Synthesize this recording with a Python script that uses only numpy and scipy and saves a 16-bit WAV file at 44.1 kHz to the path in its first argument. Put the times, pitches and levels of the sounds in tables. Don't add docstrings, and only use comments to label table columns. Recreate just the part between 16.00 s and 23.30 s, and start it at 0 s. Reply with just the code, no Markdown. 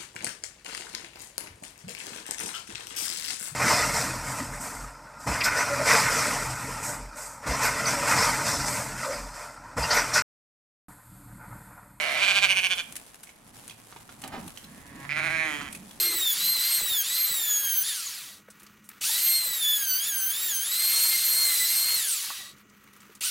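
import sys
import numpy as np
from scipy import signal
from scipy.fft import rfft, irfft, next_fast_len
from scipy.io import wavfile
from scipy.ndimage import uniform_filter1d

SR = 44100
rng = np.random.default_rng(int(sys.argv[2]) if len(sys.argv) > 2 else 0)


def to_wav(s):
    ch = np.atleast_2d(s).T
    pcm = np.round(np.clip(ch, -1, 1) * 32767)
    wavfile.write(sys.argv[1], SR, pcm.astype(np.int16))


N = 321930
TIME = np.arange(N) / SR
FREE_HZ = 356.3
TREBLE_LIMIT_HZ = 15950


def amp(db):
    return 10 ** (np.asarray(db) / 20)


def unit(x):
    return x / np.sqrt(np.mean(abs(x) ** 2) + 1e-20)


def octaves_from(speed, hz):
    return np.log2(np.maximum(speed, 1) / hz)


def swell(start, length):
    return np.sin(np.pi * np.clip((TIME - start) / length, 0, 1))


def colour(points, hz):
    f, db = np.transpose(points)
    return np.interp(np.log(hz + 1), np.log(f), db)


def drift(per_s):
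    grid = np.arange(0, N / SR + .01, .001)
    f = np.fft.rfftfreq(len(grid), grid[1])
    slow = irfft(rfft(rng.standard_normal(len(grid))) / (1 + (f / per_s) ** 2), len(grid))
    return np.interp(TIME, grid, unit(slow))


def noise(points):
    size = next_fast_len(N)
    shape = amp(colour(points, np.fft.rfftfreq(size, 1 / SR)))
    return unit(irfft(rfft(rng.standard_normal(size)) * shape, size)[:N])


def resonate(x, hz, width):
    turn = np.exp(2j * np.pi * np.cumsum(hz * np.ones(len(x))) / SR)
    decay = np.exp(-np.pi * width / SR)
    return 2 * (turn * signal.lfilter([1 - decay], [1, -decay], x / turn)).real


def band(x, hz, width, second_width):
    return unit(resonate(resonate(x, hz, width), hz, second_width))


def add(mix, s, sound):
    part = mix[round(s * SR):][:len(sound)]
    part += sound[:len(part)]


def tone(speed, multiple, flutter, per_s, fold_hz=24000):
    hz = multiple * speed
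    hz = np.minimum(hz, 2 * fold_hz - hz)
    turns = np.cumsum(hz) / SR
    phase = 2 * np.pi * (turns % 1) + flutter * drift(per_s)
    strength = (1 + flutter * drift(per_s)) * np.sqrt(2 / (1 + flutter ** 2))
    return strength * np.cos(phase) * (abs(hz) < SR / 2)


# (pitch [Hz], relative level [dB])
HUM_TONES = [(204.6, -68), (192.5, -74), (217, -74), (1314, -79), (1437, -75), (1916, -75), (2875, -79)]
# (frequency [Hz], relative level [dB])
ROOM_COLOUR = [(15, -56), (25, -12.5), (148, 0), (221, -4.5), (267, -2), (457, -8.5), (567, -13),
               (871, -22), (1270, -5.5), (1530, -21), (2300, -10), (3630, -32), (5430, -33), (6050, -14),
               (15500, -58)]


def workshop(air_db):
    hum = sum(amp(db) * np.sqrt(2) * np.sin(2 * np.pi * hz * TIME + .7 * drift(8))
              for hz, db in HUM_TONES)
    hush = amp(-62 + 2.4 * drift(11.3)) * noise(ROOM_COLOUR)
    busy = uniform_filter1d(np.clip((air_db + 46) / 6, 0, 1), size=SR // 3, mode="nearest")
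    sink = amp(-10 * busy)
    return amp(3) * hum * sink + hush * np.sqrt(sink)


def reflections(x, fade_s=0.05, echo_db=-13):
    t = np.arange(SR // 5) / SR
    echoes = rng.standard_normal(len(t)) * (rng.random(len(t)) < 4000 / SR)
    echoes *= (t > .002) * amp(-60 * t / fade_s)
    return x + amp(echo_db) * signal.oaconvolve(x, echoes / np.linalg.norm(echoes))[:N]


# (frequency [Hz], relative level [dB])
RUSTLE_COLOUR = [(300, -29), (1200, 14), (2500, 8), (6000, -0.5), (10000, -2.5), (15500, 2.5)]
# (start [s], length [s], level [dB])
RUSTLES = [(2.3, 0.65, -59.5), (2.525, 0.27, -58.5), (2.872, 0.16, -53.5), (6.534, 0.11, -57.5),
           (6.58, 0.63, -59.5), (6.898, .36, -57)]


def rustle():
    power = sum((amp(db) * swell(start, length)) ** 2 for start, length, db in RUSTLES)
    return noise(RUSTLE_COLOUR) * amp(2.5 * drift(120)) * np.sqrt(power)


# (time [s], level [dB], centre [Hz], time to fade 60 dB [s])
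CLICKS = [(2.502, -45, 7900, 0.074), (2.572, -63, 8000, 0.044), (2.598, -49, 9000, 0.065),
          (2.631, -44.5, 11000, 0.052), (2.665, -43, 5100, .03), (2.841, -56, 9000, 0.29),
          (2.89, -30, 11600, 0.017), (2.899, -48, 8980, 0.036), (3.011, -32.5, 8200, 0.072),
          (6.583, -52, 7002, 0.036), (6.697, -55, 6040, 0.047), (6.839, -49, 12000, 0.023),
          (6.933, -53, 10000, 0.041), (6.963, -53, 10000, .06), (7.004, -52.5, 7040, 0.11),
          (7.062, -64, 7040, 0.09), (7.123, -61, 9000, 0.035), (7.151, -44, 7980, 0.064),
          (7.208, -30, 8480, 0.057)]
# (time [s], relative level [dB], pitch [Hz], time to fade 60 dB [s])
KNOCKS = [(2.48, -47.5, 1460, .07), (2.484, -44, 497, 0.03), (2.9, -41, 1720, 0.031),
          (3.012, -35.5, 2940, 0.082), (3.09, -39, 850.4, 0.068), (5.05, -30.5, 1120, 0.044),
          (6.302, -30.5, 1085, 0.044), (7.095, -49.5, 430, .07), (7.209, -37, 2860, 0.17)]


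def handling():
    out = np.zeros(N)
    t = np.arange(SR // 6) / SR
    for s, db, hz, fade_s in CLICKS:
        burst = band(rng.standard_normal(len(t)), hz, .75 * hz, .75 * hz)
        add(out, s, burst * amp(db - 60 * t / fade_s) * (1 - np.exp(-t / 0.00053)))
    for s, db, hz, fade_s in KNOCKS:
        burst = band(rng.standard_normal(len(t)), hz, .5 * hz, .5 * hz)
        ring = 0.93 * np.sin(2 * np.pi * hz * t) + 1.1 * burst
        add(out, s, ring * amp(db - 60 * t / fade_s) * (1 - np.exp(-t / 0.0019)))
    return out


# (start [s], length [s], level [dB], centre [Hz])
RUMBLES = [(-.2, 0.48, -46.5, 339), (0.328, 0.23, -52.5, 204)]


def plank():
    return sum(amp(db) * swell(start, length) * band(rng.standard_normal(N), hz, 100, 240)
               for start, length, db, hz in RUMBLES)


# (pitch [Hz], width [Hz], relative level [dB])
BODY_RESONANCES = [(1180, 90, -8), (1930, 70, -5), (2750, 160, -9), (3850, 90, 0), (4800, 500, -5),
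                   (5750, 400, -6), (8000, 600, -6)]


def rattle(speed, coasting, loudest_speed_hz=73.6):
    shake = rng.standard_normal(N)
    body = sum(amp(db) * band(shake, hz, width, 2 * width) for hz, width, db in BODY_RESONANCES)
    on, _, peak_db = np.transpose(TRIGGER_PRESSES)
    last_press = np.searchsorted(on, TIME) - 1
    level_db = peak_db[last_press] - 3 * octaves_from(speed, loudest_speed_hz) ** 2
    return unit(body) * coasting * amp(level_db)


GEAR_TONES = {6: -21, 12: -20, 16: -22, 24: -20}


def drive_whirr(speed, coasting, air_db, cutoff_hz=1230):
    rough = sum(tone(speed, k, flutter=.7, per_s=50) for k in (18, 20, 22, 26, 28, 30, 33, 39, 42, 48))
    gears = np.zeros(N)
    for k, db in GEAR_TONES.items():
        bass_loss = 1 + (cutoff_hz / (k * speed + 1)) ** 8
        gears += amp(db) * tone(speed, k, flutter=.55, per_s=70) / bass_loss
    return (gears + amp(-20) * rough) * coasting * amp(air_db + 5 * octaves_from(speed, FREE_HZ))


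def shavings(air_db, per_s=700, spread_db=8):
    hits = amp(spread_db * np.minimum(rng.exponential(1, N), 3)) * (rng.random(N) < per_s / SR)
    t = np.arange(60) / SR
    tick = rng.standard_normal(len(t)) * np.exp(-t / 0.00083)
    ticks = resonate(signal.oaconvolve(hits, tick)[:N], 8800, 5300)
    ticks = signal.sosfilt(signal.butter(2, 3000, "high", fs=SR, output="sos"), ticks)
    return unit(ticks) * amp(air_db - 12)


# (time [s], level change [dB], brightness [dB per octave], vent resonance [dB])
OUTLET_FACING = [(0, 0, -0.7, 1.5), (.48, -2.5, 0, 5), (.76, -1.5, -1, 2.5), (1.16, -2.5, .3, 4),
                 (1.55, -2.5, -1.25, 0), (1.92, -3, 0.4, 3.5), (2.3, 3, 0, 2.5), (3.06, 4, 1.9, 3),
                 (3.35, -2, 0, 1), (4.2, 1, 1, 2), (4.65, -3, -0.5, 1.5), (4.98, 2.5, 0.6, 0),
                 (5.2, 0, 0.95, 3.5), (5.45, 4, .6, -6.5), (5.7, 1, 1, 2.5), (5.96, 0.5, -0.7, -2.5),
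                 (6.1, 3.5, 1.9, 1), (6.5, 5.5, -1, 5), (7.25, 2, 1.6, 3.5)]


def airflow(speed, muffling, darkening=0.35):
    times, *columns = np.transpose(OUTLET_FACING)
    facing_db, bright, vent = (np.interp(TIME, times, c) for c in columns)
    air_db = -27 + 8 * octaves_from(speed, FREE_HZ) + facing_db + muffling
    return air_db, bright + darkening * muffling, vent


# (frequency [Hz], relative level [dB])
AIR_COLOUR = [(100, -22.5), (400, -20.5), (750, -18.5), (1200, -10.5), (1950, -6.5), (2600, -6.5),
              (3300, -4), (4000, -2.5), (4600, -0.5), (5400, -5.5), (6700, -2.5), (7600, -6.5), (10500, -2),
              (15500, -7.5)]


def cooling_air(air_db, bright, vent, vent_hz=3900, flicker_db=0.33, patchy_db=1.66):
    hz = np.fft.rfftfreq(512, 1 / SR)
    frames = np.arange(N // 128 + 5) * 128 / SR
    level, bright, vent = (np.interp(frames, TIME, c)[:, None] for c in (air_db, bright, vent))
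    octaves = np.log2(np.maximum(hz, 1200) / 7000)
    vent_peak = np.exp(-.5 * (np.log2((hz + 1) / vent_hz) / 0.64) ** 2)
    real, imag, patches = rng.standard_normal((3, len(frames), len(hz)))
    patches = unit(uniform_filter1d(uniform_filter1d(patches, size=8, axis=0), size=6, axis=1))
    hiss = (real + 1j * imag) * amp(colour(AIR_COLOUR, hz)) * (hz < TREBLE_LIMIT_HZ + 300)
    gain = amp(level + bright * octaves + vent * vent_peak + patchy_db * patches)
    plain, shaped = (signal.istft(v.T, nperseg=512, noverlap=384)[1][:N] for v in (hiss, hiss * gain))
    return shaped / np.std(plain) * amp(-3 + flicker_db * drift(60))


def spin_up(speed, rise_s=0.033, fall_db_per_s=228):
    howl = sum(amp(db) * tone(speed, k, flutter=.45, per_s=80)
               for k, db in {6: -12, 12: -6, 18: -9, 24: -9, 36: -1}.items())
    howl *= np.minimum(speed / 220, 1) ** 3
    sparks = noise([(700, -28), (2500, 13), (9000, 12), (15500, -9)])
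    surge = np.zeros(N)
    for on, _, _ in TRIGGER_PRESSES:
        age = TIME - on
        surge += (age > 0) * amp(np.minimum(-14 * (1 - age / rise_s), fall_db_per_s * (rise_s - age)))
    return amp(-31.5) * surge * (amp(-4) * howl + amp(-1) * sparks)


MOTOR_TONES = {11: -19.5, 16: -19, 18: -54, 21: -39, 22: -26, 23: -17.5, 30: -22, 33: -16, 39: -28, 43: -27,
               44: -24, 45: -32}


def motor(speed, air_db):
    tones = sum(amp(db) * tone(speed, k, flutter=.45, per_s=30) for k, db in MOTOR_TONES.items())
    whistle = band(rng.standard_normal(N), 19 * speed, 300, 500)
    return amp(air_db) * (amp(-5) * tones + amp(-28) * whistle)


# (start [s], length [s], multiple of the shaft speed, level [dB])
SQUEALS = [(-.04, .1, 36, -28), (.19, .14, 12, -29), (.43, .1, 36, -30), (.7, .09, 24, -32),
           (.86, .13, 12, -34), (1.17, .12, 36, -31), (1.48, .13, 24, -28), (3.21, .13, 36, -29),
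           (3.27, .12, 24, -30), (3.59, .2, 12, -28), (3.87, .14, 18, -34), (5.12, .05, 6, -30),
           (5.46, .1, 6, -36), (5.59, .06, 6, -34), (5.56, .1, 24, -34), (5.73, .12, 24, -33),
           (6.05, .12, 36, -33)]


def squeals(speed):
    return sum(amp(db) * swell(start, length) * tone(speed, k, flutter=.2, per_s=40)
               for start, length, k, db in SQUEALS)


FAN_TONES = {6: (-46, 14, -11), 12: (-33, 22, -2), 24: (-34.5, 26, -1), 36: (-30, 14, -7)}
# (frequency [Hz], level change [dB])
CASING_COLOUR = [(1500, 2), (1800, -4.5), (2100, 2.5), (3100, -7), (3450, 0.5), (3750, -2.5), (4200, 3.5),
                 (6200, 2), (6750, 3.5), (7300, -1.5), (8200, 1.5), (9500, -0.5), (11000, -2.5),
                 (12500, -1), (12900, 3.5)]


def fan(speed, muffling, bite):
    ragged = .22 + .6 * np.clip((260 - speed) / 60, 0, 1)
    out = np.zeros(N)
    for k, (db, growth, cut_db) in FAN_TONES.items():
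        blown = amp(db + growth * octaves_from(speed, FREE_HZ) + 0.4 * muffling)
        fading_db = 2 * drift(6)
        strength = np.hypot(blown, bite * amp(cut_db)) * amp(colour(CASING_COLOUR, k * speed) + fading_db)
        out += strength * tone(speed, k, flutter=ragged, per_s=58)
    return out


# (on [s], off [s], peak level of the rattle afterwards [dB])
TRIGGER_PRESSES = [(-1, 1.888, -56), (3.009, 5.957, -45.5), (7.207, 7.262, -56)]


def shaft(load, start_hz=347.7, recover_s=.083, stall_pull=3.17, friction_hz_per_s=395, drag_per_s=1.187):
    powered = sum((TIME >= on) & (TIME < off) for on, off, _ in TRIGGER_PRESSES)
    step = SR // 1000
    hz, speeds = start_hz, []
    for drag, on in zip(load[::step], powered[::step]):
        pull = (FREE_HZ - hz) * (1 + stall_pull * (1 - hz / FREE_HZ) ** 2)
        change = (pull - drag) / recover_s if on else -friction_hz_per_s - drag_per_s * hz
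        hz = max(hz + change * step / SR, 0)
        speeds.append(hz)
    wobble = 1 + .0008 * drift(39.9) + .0015 * drift(5)
    return np.interp(TIME, TIME[::step], speeds) * wobble, 1 - powered


# (start [s], end [s], drag at entry, a third, two thirds and exit [turns per second],
# base level of the buzz at full load [dB], muffling of the air [dB])
CUTS = [(.06, 0.331, 2.15, 44.7, 78, 112, -35.5, -7), (.5, .59, 0.9, 18.4, 42, 48, -36, -5),
        (.78, 1.022, 48, 46, 99, 145, -35.5, -6.5), (1.22, 1.82, 11.7, 84, 105, 133, -36.5, -4.5),
        (3.38, 3.649, 31, 25, 57.7, 113, -40, -4.5), (3.66, 4.048, 64, 106.5, 149, 47, -36.5, -7.5),
        (4.08, 4.307, 143, 123, 128, 90, -37, -11.5), (4.31, 4.63, 36.3, 20, 151, 88, -36.5, -4.5),
        (5.1, 5.19, 5.7, 13, 16, 11, -34, 0), (5.44, 5.64, 22.3, 22.2, 28.2, 20.2, -41, 1)]


def cutting(entry_s=.01, full_load_hz=100):
    load, bite, muffling = np.zeros((3, N))
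    for start, end, *drags, buzz_db, muffle_db in CUTS:
        times = np.r_[start - entry_s, np.linspace(start, end, len(drags)), end + entry_s]
        drag = np.interp(TIME, times, np.r_[0, drags, 0])
        load += drag
        bite += amp(buzz_db) * (drag / full_load_hz) ** 0.37
        muffling += muffle_db * ((TIME > start) & (TIME < end))
    return load, bite, uniform_filter1d(muffling, size=SR // 20)


KNIFE_TONES = {11: -21.5, 18: -13, 30: -12.5, 42: -8.5, 48: 2.8, 54: -6.5, 60: 2.3, 90: -15, 96: -1.8, 102:
               -10, 108: -6, 114: -16, 120: -3, 126: -39, 132: -10, 138: -20}
FOLDED_TONES = {144: -12, 156: -21, 168: -30, 180: -32, 192: -36}


def knives(speed, bite, fading_db=2.2, idle_db=-60.5):
    buzz = sum(amp(db + fading_db * drift(4)) * tone(speed, k, flutter=.29, per_s=26)
               for k, db in (KNIFE_TONES | FOLDED_TONES).items())
    shudder = noise([(25, 17), (80, -3), (300, -16), (900, -5), (3000, -33)]) * amp(-43 + 4.7 * drift(15))
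    idle = amp(idle_db) * (speed / FREE_HZ) ** 2
    return (bite + idle) * (buzz + shudder)


def scene():
    load, bite, muffling = cutting()
    speed, coasting = shaft(load)
    air_db, bright, vent = airflow(speed, muffling)
    tones = fan(speed, muffling, bite) + squeals(speed) + motor(speed, air_db)
    tones += knives(speed, bite) + spin_up(speed)
    run_down = drive_whirr(speed, coasting, air_db) + rattle(speed, coasting)
    blowing = cooling_air(air_db, bright, vent) + shavings(air_db)
    planer = np.minimum(speed / 10, 1) * (tones + run_down + blowing)
    mono = reflections(planer + plank() + rustle() + handling()) + workshop(air_db)
    return np.array([mono, mono])


def record(dry):
    lowpass = signal.firwin(511, TREBLE_LIMIT_HZ, window=("kaiser", 9), fs=SR)
    return signal.oaconvolve(dry, lowpass[None], "same")


dry = scene()
out = record(dry)
to_wav(out)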